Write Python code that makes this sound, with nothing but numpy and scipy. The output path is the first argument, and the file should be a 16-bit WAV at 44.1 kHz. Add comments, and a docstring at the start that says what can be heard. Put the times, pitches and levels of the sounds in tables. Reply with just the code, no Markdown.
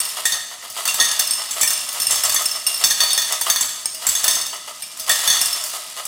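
"""Over the hush of a small, hard kitchen, a sugar-shelled candy cracks onto a steel cupcake tray,
rings a cup floor and hops on in shorter, weaker bounces. Shake after shake, the heap slides in a round
tin and more candies drop, ringing the deck, cup floors and cup walls and stirring those lying about.
From 0.7 s on, an odd one hits the tin's wall and leaves it humming, or makes one tray mode sing alone.
The clatter thins after 4.5 s, flares up just past 5 s and ends with a last light hit at 6 s."""
import sys
import numpy as np
from scipy import signal
from scipy.fft import rfft, irfft
from scipy.io import wavfile

SR = 44100
rng = np.random.default_rng(int(sys.argv[2]) if len(sys.argv) > 2 else 0)


def wav_out(sig):
    """Save sig, one row per channel (or a flat mono array), as 16-bit PCM at SR to the path in sys.argv[1]."""
    wavfile.write(sys.argv[1], SR, np.round(np.clip(np.atleast_2d(sig).T, -1, 1) * 32767).astype(np.int16))


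N = 267687
CUTOFF_HZ = 15900


def from_db(db):
    """Decibels to gain."""
    return 10 ** (np.asarray(db) / 20)


def rms_one(x):
    """Scale to rms 1."""
    return x / np.sqrt(np.mean(x ** 2) + 1e-20)


def fade(t, t60):
    """Exponential decay, 60 dB down after t60."""
    return np.exp(-np.log(1000) * t / t60)


def at_hz(points, hz):
    """Read a curve on a log-frequency axis."""
    known_hz, values = np.transpose(points)
    return np.interp(np.log(np.maximum(hz, 1)), np.log(known_hz), values)


def add(out, s, sound):
    """Mix a sound in, starting at s seconds."""
    start = int(np.clip(round(s * SR), 0, N - 1))
    out[start:start + len(sound)] += sound[:N - start]


def coloured(x, curve, size=2048):
    """Minimum-phase EQ; white noise keeps its power."""
    gain = rms_one(from_db(at_hz(curve, np.linspace(0, SR / 2, size // 2 + 1))))
    cepstrum = irfft(np.log(gain))[:size // 2]
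    cepstrum[1:] *= 2
    impulse = irfft(np.exp(rfft(cepstrum, size)))
    return signal.oaconvolve(x, impulse)[:N]


def ring(clicks, hz, t60):
    """A unit click sets a sine of height 1 ringing."""
    r, w = fade(1 / SR, t60), 2 * np.pi * hz / SR
    return signal.lfilter([0, np.sin(w)], [1, -2 * r * np.cos(w), r * r], clicks + 1e-18)


def resonance(x, hz, width_hz):
    """Band-pass with unity gain at its peak."""
    r, w = np.exp(-np.pi * width_hz / SR), 2 * np.pi * hz / SR
    return signal.lfilter(np.array([1, 0, -1]) * (1 - r * r) / 2, [1, -2 * r * np.cos(w), r * r], x)


def sines(hz, t):
    """A bank of sines, one row per pitch."""
    return np.sin((2 * np.pi * np.outer(hz, t)).astype(np.float32))


def clicks_at(times, heights):
    """One click at each time."""
    out = np.zeros(N)
    np.add.at(out, np.clip(np.round(times * SR).astype(int), 0, N - 1), heights)
    return out


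def grains(per_s, spread_db):
    """Random tiny collisions at rms 1; with spread, a few stand out from many weak ones."""
    sizes = from_db(spread_db * np.minimum(rng.exponential(1, N), 4)) * rng.choice([-1, 1], N)
    return rms_one(sizes * (rng.random(N) < per_s / SR))


# EQ of the room tone: (frequency [Hz], level [dB])
ROOM_TONE_EQ = [(25, -11), (80, 0.5), (250, 5.5), (700, -6), (2000, -1), (6000, 10.5), (15000, -47)]

def room_tone(level_db):
    """The kitchen's hush, a steady noise bed under everything."""
    return from_db(level_db) * coloured(rng.standard_normal(N), ROOM_TONE_EQ)


# the mix at each landing place, with deck, floor and wall relative to the ring level:
# place: (deck [dB], deck tilt [dB/octave], cup floor [dB], cup wall [dB], bounce loss [dB], thump [dB])
PLACE_MIX = {"middle": (-6, -7.5, -9, -5, 9, -45), "deck": (-0.5, -1, -11.5, -26, 7.5, -44.5),
             "edge": (-1, 4, 1, -5, 5, -40), "cup lip": (0, -0.5, 0.5, -4, 6.5, -41),
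             "cup floor": (-16.5, -3.5, 4, -34, 5, -45.5), "cup wall": (-11, 5, -27, -1, 15, -41.5),
             "tin wall": (-3.5, 10.5, -8, -10, 0, -48)}
# cue list of falling candies: (time [s], ring [dB], crack [dB], first hop [s] or 0 for none, place)
LANDINGS = [(0.002, -12.5, -16, 0.049, "cup floor"), (0.2542, -4.5, -10.5, 0.0099, "middle"),
            (0.3212, -11.5, -21.5, 0.01, "deck"), (0.6994, -28.5, -32, 0.00041, "tin wall"),
            (0.854, -17.5, -15, 0, "cup lip"), (0.877, -13.5, -12.5, 0.018, "cup lip"),
            (0.9427, -17, -15, 0.0046, "cup wall"), (0.9991, -4.5, -22, 0.003, "deck"),
            (1.0111, -6, -19, 0.042, "deck"), (1.1131, -16.5, -28, 0.014, "cup lip"),
            (1.193, -9.5, -16, 0.079, "cup floor"), (1.196, -12.5, -12.5, 0.0016, "cup lip"),
            (1.3084, -12, -19, .024, "cup floor"), (1.509, -13, -20, 0.048, "cup wall"),
            (1.6117, -4, -13, 0, "cup wall"), (1.631, -12, -7.5, 0.0035, "middle"),
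            (1.6751, -8.5, -19, 0.056, "cup floor"), (1.705, -16.5, -13, 0.0043, "deck"),
            (1.8878, -26, -21.5, 0.0044, "cup floor"), (1.9283, -45, -21, 0.0048, "edge"),
            (2.0, -17, -16.5, 0.00052, "edge"), (2.0185, -12.5, -27, 0.0074, "cup floor"),
            (2.0676, -11.5, -20, 0.00044, "cup floor"), (2.108, -5, -17, 0.00079, "cup wall"),
            (2.1222, -8, -21, 0, "cup wall"), (2.1576, -17, -16, .02, "edge"),
            (2.2357, -11, -15, 0.0017, "cup floor"), (2.25, -9.5, -15.5, 0.0024, "cup wall"),
            (2.295, -15, -15, 0.0011, "cup lip"), (2.3223, -21, -15.5, 0.0024, "edge"),
            (2.3442, -9, -9.5, 0.0032, "cup wall"), (2.3601, -11, -17.5, 0.0022, "deck"),
            (2.4202, -35, -17, 0.0052, "edge"), (2.4559, -12, -17, .057, "cup floor"),
            (2.666, -7, -22, 0.0036, "cup floor"), (2.7431, -14.5, -22, 0.032, "cup floor"),
            (2.8388, -7, -10, 0.00023, "cup lip"), (2.8464, -18, -9, 0.022, "deck"),
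            (2.9025, -15, -21, 0.0026, "deck"), (2.9077, -7.5, -15, 0.0018, "deck"),
            (3.004, -6, -11.5, 0.01, "deck"), (3.0346, -17, -12.5, 0.0018, "cup wall"),
            (3.1062, -13, -20, 0.0031, "deck"), (3.131, -15, -18, 0.00096, "cup floor"),
            (3.1772, -8, -10.5, .042, "deck"), (3.323, -15, -13, 0, "cup lip"),
            (3.4132, -19.5, -12.5, 0.00093, "deck"), (3.4996, -6, -8.5, 0.0021, "deck"),
            (3.5599, -12.5, -13.5, 0, "deck"), (3.6092, -4.5, -13.5, 0.047, "cup wall"),
            (3.857, -42, -19, 0.0045, "cup floor"), (3.945, -21, -29, 0, "tin wall"),
            (4.0683, -8, -11.5, 0.00062, "cup wall"), (4.0889, -5.5, -14, 0.002, "cup wall"),
            (4.1514, -10, -16.5, 0.045, "deck"), (4.2365, -29, -21, 0, "edge"),
            (4.242, -14.5, -7, 0, "deck"), (4.2797, -8, -8, .03, "cup lip"),
            (4.3522, -14, -27, 0.06, "edge"), (4.466, -42, -22.5, 0.0097, "deck"),
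            (4.8212, -20, -36, 0.0072, "cup floor"), (4.9728, -39, -28, 0, "tin wall"),
            (4.996, -22.5, -27, 0.00056, "tin wall"), (5.094, -3, -9.5, 0.0013, "middle"),
            (5.114, -6, -10.5, 0.043, "middle"), (5.2755, -8, -10.5, 0.00079, "deck"),
            (5.3011, -5, -14, 0.025, "deck"), (5.368, -14.5, -29, 0.00051, "deck"),
            (5.414, -11.5, -9, 0, "cup floor"), (5.4582, -13.5, -20, 0.00056, "cup floor"),
            (5.5287, -14.5, -24, 0, "cup floor"), (5.6386, -24, -17, 0.024, "tin wall"),
            (6.053, -22, -19.5, 0, "cup wall")]

def contacts(bounces=3, restitution=0.8, crack_loss_db=8.5, thump_follows=0.69):
    """Times, levels and deck tilt of every hit: a candy lands and may hop on, shorter and softer."""
    hits = []
    for s, ring_db, crack_db, hop_s, place in LANDINGS:
        deck_db, tilt_db, floor_db, wall_db, loss_db, thump_db = PLACE_MIX[place]
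        for k in range(bounces + 1 if hop_s > 0 else 1):
            db = ring_db - k * loss_db
            hits.append((s, crack_db - k * crack_loss_db, db + deck_db, tilt_db,
                         db + floor_db, db + wall_db, thump_db + thump_follows * db))
            s += hop_s * restitution ** k
    return np.transpose(hits)


# EQ of a sugar shell cracking on steel: (frequency [Hz], level [dB])
CRACK_EQ = [(150, -4.5), (400, -7), (900, 9), (1500, 3.5), (2400, 5), (4000, -10.5), (5600, 13.5),
            (7000, 9), (9300, 13), (10800, 7), (11900, -2.5), (13800, 10.5), (15800, 6.5)]

def cracks(times, level_db, snap_t60, fizz_t60, fizz_db, mode_count=40):
    """The attack: a hard shell snaps on the steel and leaves a glassy fizz of modes, new each time."""
    out, t = np.zeros(N), np.arange(SR // 8) / SR
    for s, db in zip(times, level_db):
        hz = rng.uniform(1000, CUTOFF_HZ, mode_count)
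        modes = rms_one(rng.standard_normal(mode_count) @ sines(hz, t))
        fizz = from_db(fizz_db) * modes * fade(t, fizz_t60)
        snap = rng.standard_normal(len(t)) * fade(t, snap_t60)
        add(out, s, from_db(db) * (snap + fizz))
    return coloured(out, CRACK_EQ)


def clinks(times, level_db, clink_db, t60, low_hz=7550, high_hz=15050, partials=3):
    """The sparkle: each struck candy rings for a moment at a few high pitches of its own."""
    out, t = np.zeros(N), np.arange(SR // 20) / SR
    pitches = rng.uniform(low_hz, high_hz, (len(times), partials))
    for s, db, hz in zip(times, level_db, pitches):
        add(out, s, from_db(db + clink_db) * sines(hz, t).sum(axis=0) * fade(t, t60))
    return out


def steel(times, level_db, modes, tilt_db, rise_s, spot_t60, tail_db, detune, place_spread_db=4):
    """The struck spot rings loudly and briefly, then its energy lingers as a tail in the whole sheet."""
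    hz, mode_db, tail_t60 = np.transpose(modes)
    chance = rng.standard_normal((len(times), 4, len(hz)))
    place, mistuning, spot_sign, tail_sign = chance.swapaxes(0, 1)
    # every landing place favours other modes, and a harder contact the higher ones
    octaves = np.log2(hz / hz.mean())
    mix = from_db(mode_db + np.outer(tilt_db, octaves) + place_spread_db * place)
    heights = from_db(level_db)[:, None] * mix / np.linalg.norm(mix, axis=1, keepdims=True)
    tuned_hz = hz * (1 + detune * mistuning)  # no two cups are quite alike
    out, t = np.zeros(N), np.arange(SR // 10) / SR
    envelope = (1 - np.exp(-t / rise_s)) * fade(t, spot_t60)  # bending waves take time to fill the spot
    for s, height, pitches in zip(times, heights * np.sign(spot_sign), tuned_hz):
        add(out, s, height @ sines(pitches, t) * envelope)
    tails = heights * np.sign(tail_sign) * from_db(tail_db)
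    for mode_hz, t60, height in zip(hz, tail_t60, tails.T):
        out += ring(clicks_at(times, height), mode_hz, t60)
    return out


# modes of the tray's flat deck: (frequency [Hz], level [dB], tail t60 [s])
DECK_MODES = [(1696, -14, 0.36), (1836, -8, 0.36), (1892, -14, 0.3), (3424, -5, 0.3), (3505, -3, 0.45),
              (3569, -6, 0.3), (3661, -5, 0.45), (4323, -10, 0.7), (4352, -10, 0.42), (4433, -9, 0.5),
              (4503, -1, 0.65), (5461, -11, 0.39), (5623, -8, 0.38), (6161, -8, 0.37), (6210, -2, 0.45),
              (6298, -4, 0.36), (6355, 0, 0.45), (6447, -7, 0.36), (6516, -6, 0.36), (7803, -10, 0.33),
              (7967, -10, 0.33), (9087, -13, 0.31), (9391, -8, 0.31), (9491, -10, 0.31), (9711, -13, 0.31),
              (10107, -13, 0.3), (10950, -14, 0.25), (11840, -18, 0.25), (13200, -15, 0.2),
              (13811, -16, 0.27), (14080, -15, 0.2), (14560, -16, 0.2), (15130, -17, 0.26)]
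# cup floor modes, clustered as the cups are nearly alike: (frequency [Hz], level [dB], tail t60 [s])
CUP_FLOOR_MODES = [(2745, -11, .9), (2810, -9, 1.0), (5130, -9, .45), (5260, -3, .5), (5328, 2, .5),
                   (5390, -5, .45), (8605, -6, .35), (8693, 0, .4), (8735, -4, .35), (10160, -11, .35),
                   (10260, -12, .35), (12900, -9, .3), (13000, -12, .3), (14350, -12, .25)]
# cup wall modes: (frequency [Hz], level [dB], tail t60 [s])
CUP_WALL_MODES = [(6212, -6, 0.25), (6374, -9, 0.25), (7114, -12, 0.25), (7364, -1, 0.25), (7510, -9, 0.25),
                  (7642, 0, 0.25), (7741, -3, 0.25), (7819, -2, 0.25), (7981, -7, 0.25), (9752, -12, 0.25),
                  (9833, -11, 0.25), (10619, -9, 0.25)]

def tray_ring(times, deck_db, deck_tilt_db, floor_db, wall_db):
    """The metal: every hit rings the deck, cup floors and cup walls in its own balance."""
    deck = steel(times, deck_db, DECK_MODES, deck_tilt_db,
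                 rise_s=0.00029, spot_t60=0.11, tail_db=-15, detune=0.0088)
    floors = steel(times, floor_db, CUP_FLOOR_MODES, tilt_db=1,
                   rise_s=0.00097, spot_t60=0.05, tail_db=-17.5, detune=0.0065)
    walls = steel(times, wall_db, CUP_WALL_MODES, tilt_db=0,
                  rise_s=0.0016, spot_t60=0.066, tail_db=-22, detune=0.003)
    return deck + floors + walls


# the whole tray flexing on the counter: (frequency [Hz], level [dB], t60 [s])
FLEX_MODES = [(55, -12, .15), (84, 1.5, 0.15), (97, 8, 0.038), (169.5, -4.5, 0.27), (258, 0.5, 0.27),
              (390, -8, 0.094)]

def tray_thump(times, level_db, push_hz):
    """The low end: every hit gives the whole tray a soft push, and it thumps on the counter."""
    soften = signal.butter(1, push_hz, fs=SR, output="sos")
    pushes = signal.sosfilt(soften, clicks_at(times, from_db(level_db)))
    return sum(ring(pushes, hz, t60) * from_db(db) * (-1) ** k
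               for k, (hz, db, t60) in enumerate(FLEX_MODES))


# reverb time of the kitchen: (frequency [Hz], t60 [s])
KITCHEN_DECAY = [(100, 0.66), (1000, 0.95), (4000, 1), (8000, 0.78), (15000, 0.42)]

def kitchen_reverb(x, bands=8, build_up_s=0.0052):
    """Diffuse reflections off tiles and counter, dying away band by band."""
    t, response = np.arange(SR * 3 // 4) / SR, 0
    edges = np.geomspace(60, 18000, bands + 1)
    for low, high in zip(edges, edges[1:]):
        band_pass = signal.butter(2, [low, high], "band", fs=SR, output="sos")
        band = signal.sosfilt(band_pass, rng.standard_normal(len(t)))
        response += band * fade(t, at_hz(KITCHEN_DECAY, np.sqrt(low * high)))
    response *= np.minimum(t / build_up_s, 1)
    return signal.oaconvolve(x, response / np.linalg.norm(response))[:N]


# how restless the candies are: (time [s], level [dB])
UNREST_CURVE = [(0.0, -23), (0.25, -30), (0.52, -40), (0.73, -31), (1.06, -21), (1.39, -28), (2.03, -25.5),
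                (2.23, -23.5), (2.55, -31.5), (3.08, -22.5), (3.97, -35), (4.28, -21.5), (4.58, -37),
                (4.97, -33), (5.26, -19.5), (5.41, -22), (5.83, -30.5), (6.07, -33.5)]

def unrest():
    """The candies' restlessness, a fader ride shared by their ticking and rolling."""
    s, db = np.transpose(UNREST_CURVE)
    return from_db(np.interp(np.arange(N) / SR, s, db))


# EQ of shells ticking together: (frequency [Hz], level [dB])
TICK_EQ = [(200, -22.5), (700, -1.5), (1500, 1.5), (2400, 5), (3400, 9), (6000, 6), (8200, 9.5), (10300, 9),
           (11700, -2.5), (13200, 7), (15800, -8)]

def rustle(tick_t60, ping_cycles, ping_db, unrest_db=-6.5, stir_db=-20.5, stir_t60=0.57, candies=24):
    """Shells tick together as the heap shifts or a landing stirs them; each pings at its own pitch."""
    activity = (from_db(unrest_db) * unrest()) ** 2
    settling = fade(np.arange(SR // 2) / SR, stir_t60)
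    for s, ring_db, *_ in LANDINGS:
        add(activity, s, (from_db(ring_db + stir_db) * settling) ** 2)
    t = np.arange(SR // 50) / SR
    touches = grains(per_s=650, spread_db=2.5)
    tick_power = signal.oaconvolve(touches ** 2, fade(t, tick_t60) ** 2)[:N]
    ticks = rms_one(np.sqrt(np.abs(tick_power)) * rng.standard_normal(N))
    touched = rng.integers(0, candies, N)
    pings = sum(ring(touches * (touched == k), hz, ping_cycles / hz)
                for k, hz in enumerate(np.geomspace(4500, 15000, candies)))
    texture = ticks + from_db(ping_db) * rms_one(pings)
    return coloured(texture * np.sqrt(activity), TICK_EQ)


# cue list of the tin's shakes: (time [s], level [dB])
SHAKES = [(0.164, -33), (0.321, -35.5), (0.5, -41), (0.62, -43), (0.762, -31), (0.851, -35.5),
          (0.975, -33.5), (1.099, -49), (1.19, -38), (1.374, -37.5), (1.56, -32.5), (1.691, -44),
          (1.944, -35), (2.089, -35), (2.232, -34), (2.385, -36), (2.526, -38), (2.672, -41.5),
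          (2.797, -33), (2.999, -31.5), (3.13, -51), (3.295, -35.5), (3.46, -28), (3.6, -42.5),
          (4.015, -36), (4.235, -36), (4.36, -40), (4.523, -38.5), (4.67, -40.5), (5.072, -29),
          (5.227, -38.5), (5.33, -38), (5.544, -39.5), (5.728, -34.5), (5.962, -35.5)]
# resonances of the tin's bottom and the air in it: (frequency [Hz], width [Hz], level [dB])
TIN_BODY = [(383, 56, -13.5), (609, 29, -1.5), (634, 4.7, 3.5), (680, 62, 2), (798, 190, -2.5),
            (1020, 196, 1.5), (1262, 58, 8), (1333, 108, 0.5), (1998, 65, 2), (2890, 68, 3),
            (3310, 180, -4), (4680, 97, -2.5)]

def sliding_heap(rise_s, slide_s, settle_t60, roll_db):
    """Candies roll, and at each shake tumble, over the tin's bottom, which gives a hollow clatter."""
    motion, t = from_db(roll_db) * unrest(), np.arange(SR // 2) / SR
    slide = np.minimum(t / rise_s, 1) * fade(np.maximum(t - slide_s, 0), settle_t60)
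    for s, db in SHAKES:
        add(motion, s, from_db(db) * slide)
    knocks = motion * grains(per_s=450, spread_db=2.5)
    body = sum(resonance(knocks, hz, width) * from_db(db) * (-1) ** k
               for k, (hz, width, db) in enumerate(TIN_BODY))
    shells = motion * coloured(grains(per_s=2500, spread_db=0), TICK_EQ)
    return from_db(14.5) * body + from_db(2) * shells


# modes of the tin's wall: (frequency [Hz], level relative to the hit's ring [dB], t60 [s])
TIN_WALL_MODES = [(637, -21.5, 0.78), (2880, -19.5, 0.31), (4860, -15, 0.65)]

def tin_hum():
    """A candy thrown against the tin's wall leaves a thin hum."""
    hits = [(s, ring_db) for s, ring_db, _, _, place in LANDINGS if place == "tin wall"]
    times, ring_db = np.transpose(hits)
    return sum(ring(clicks_at(times, from_db(ring_db + db)), hz, t60) for hz, db, t60 in TIN_WALL_MODES)


# cue list of pure ringing accents: (time [s], frequency [Hz], level [dB], t60 [s])
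TRAY_PINGS = [(0.887, 2760, -14, 0.13), (1.309, 5310, -20, 0.19), (2.456, 8660, -15, 0.039),
              (2.461, 5310, -11, 0.033), (3.006, 4480, -16.5, 0.49), (3.132, 9050, -3.5, 0.016),
              (3.219, 4494, -23, 0.18), (3.412, 8963, -8, 0.017), (3.857, 5300, -10.5, 0.022),
              (3.857, 8650, -7.5, 0.032), (4.0675, 7560, -2.5, 0.019), (4.833, 2360, -31, 0.067),
              (5.458, 8564, -10, 0.031)]

def tray_pings():
    """A candy lands right on the belly of one mode, which sings out alone above the clatter."""
    out, t = np.zeros(N), np.arange(SR // 2) / SR
    for s, hz, db, t60 in TRAY_PINGS:
        add(out, s, from_db(db) * np.sin(2 * np.pi * hz * t) * fade(t, t60))
    return out


def scene():
    """The mono mix: tray and tin up close, the room behind them."""
    times, crack_db, deck_db, deck_tilt_db, floor_db, wall_db, thump_db = contacts()
    close = tray_ring(times, deck_db, deck_tilt_db, floor_db, wall_db)
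    close += cracks(times, crack_db, snap_t60=0.022, fizz_t60=0.19, fizz_db=-10.5)
    close += clinks(times, crack_db, clink_db=-7, t60=0.028)
    close += tray_thump(times, thump_db, push_hz=503)
    close += sliding_heap(rise_s=0.0063, slide_s=0.039, settle_t60=0.087, roll_db=-17.5)
    close += rustle(tick_t60=0.025, ping_cycles=190, ping_db=-7)
    close += tin_hum() + tray_pings()
    room = room_tone(level_db=-47) + from_db(-7.5) * kitchen_reverb(close)
    return (close + room)[None]


def record(dry):
    """The master chain: soft-clip the peaks, roll off the sub bass, cut the very top."""
    ceiling = 0.68
    rounded = ceiling * np.tanh(dry / ceiling)
    low_cut = signal.butter(2, 45, "high", fs=SR, output="sos")
    high_cut = signal.ellip(10, 0.3, 80, CUTOFF_HZ, fs=SR, output="sos")
    return signal.sosfilt(high_cut, signal.sosfilt(low_cut, rounded))


dry = scene()
out = record(dry)
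wav_out(out)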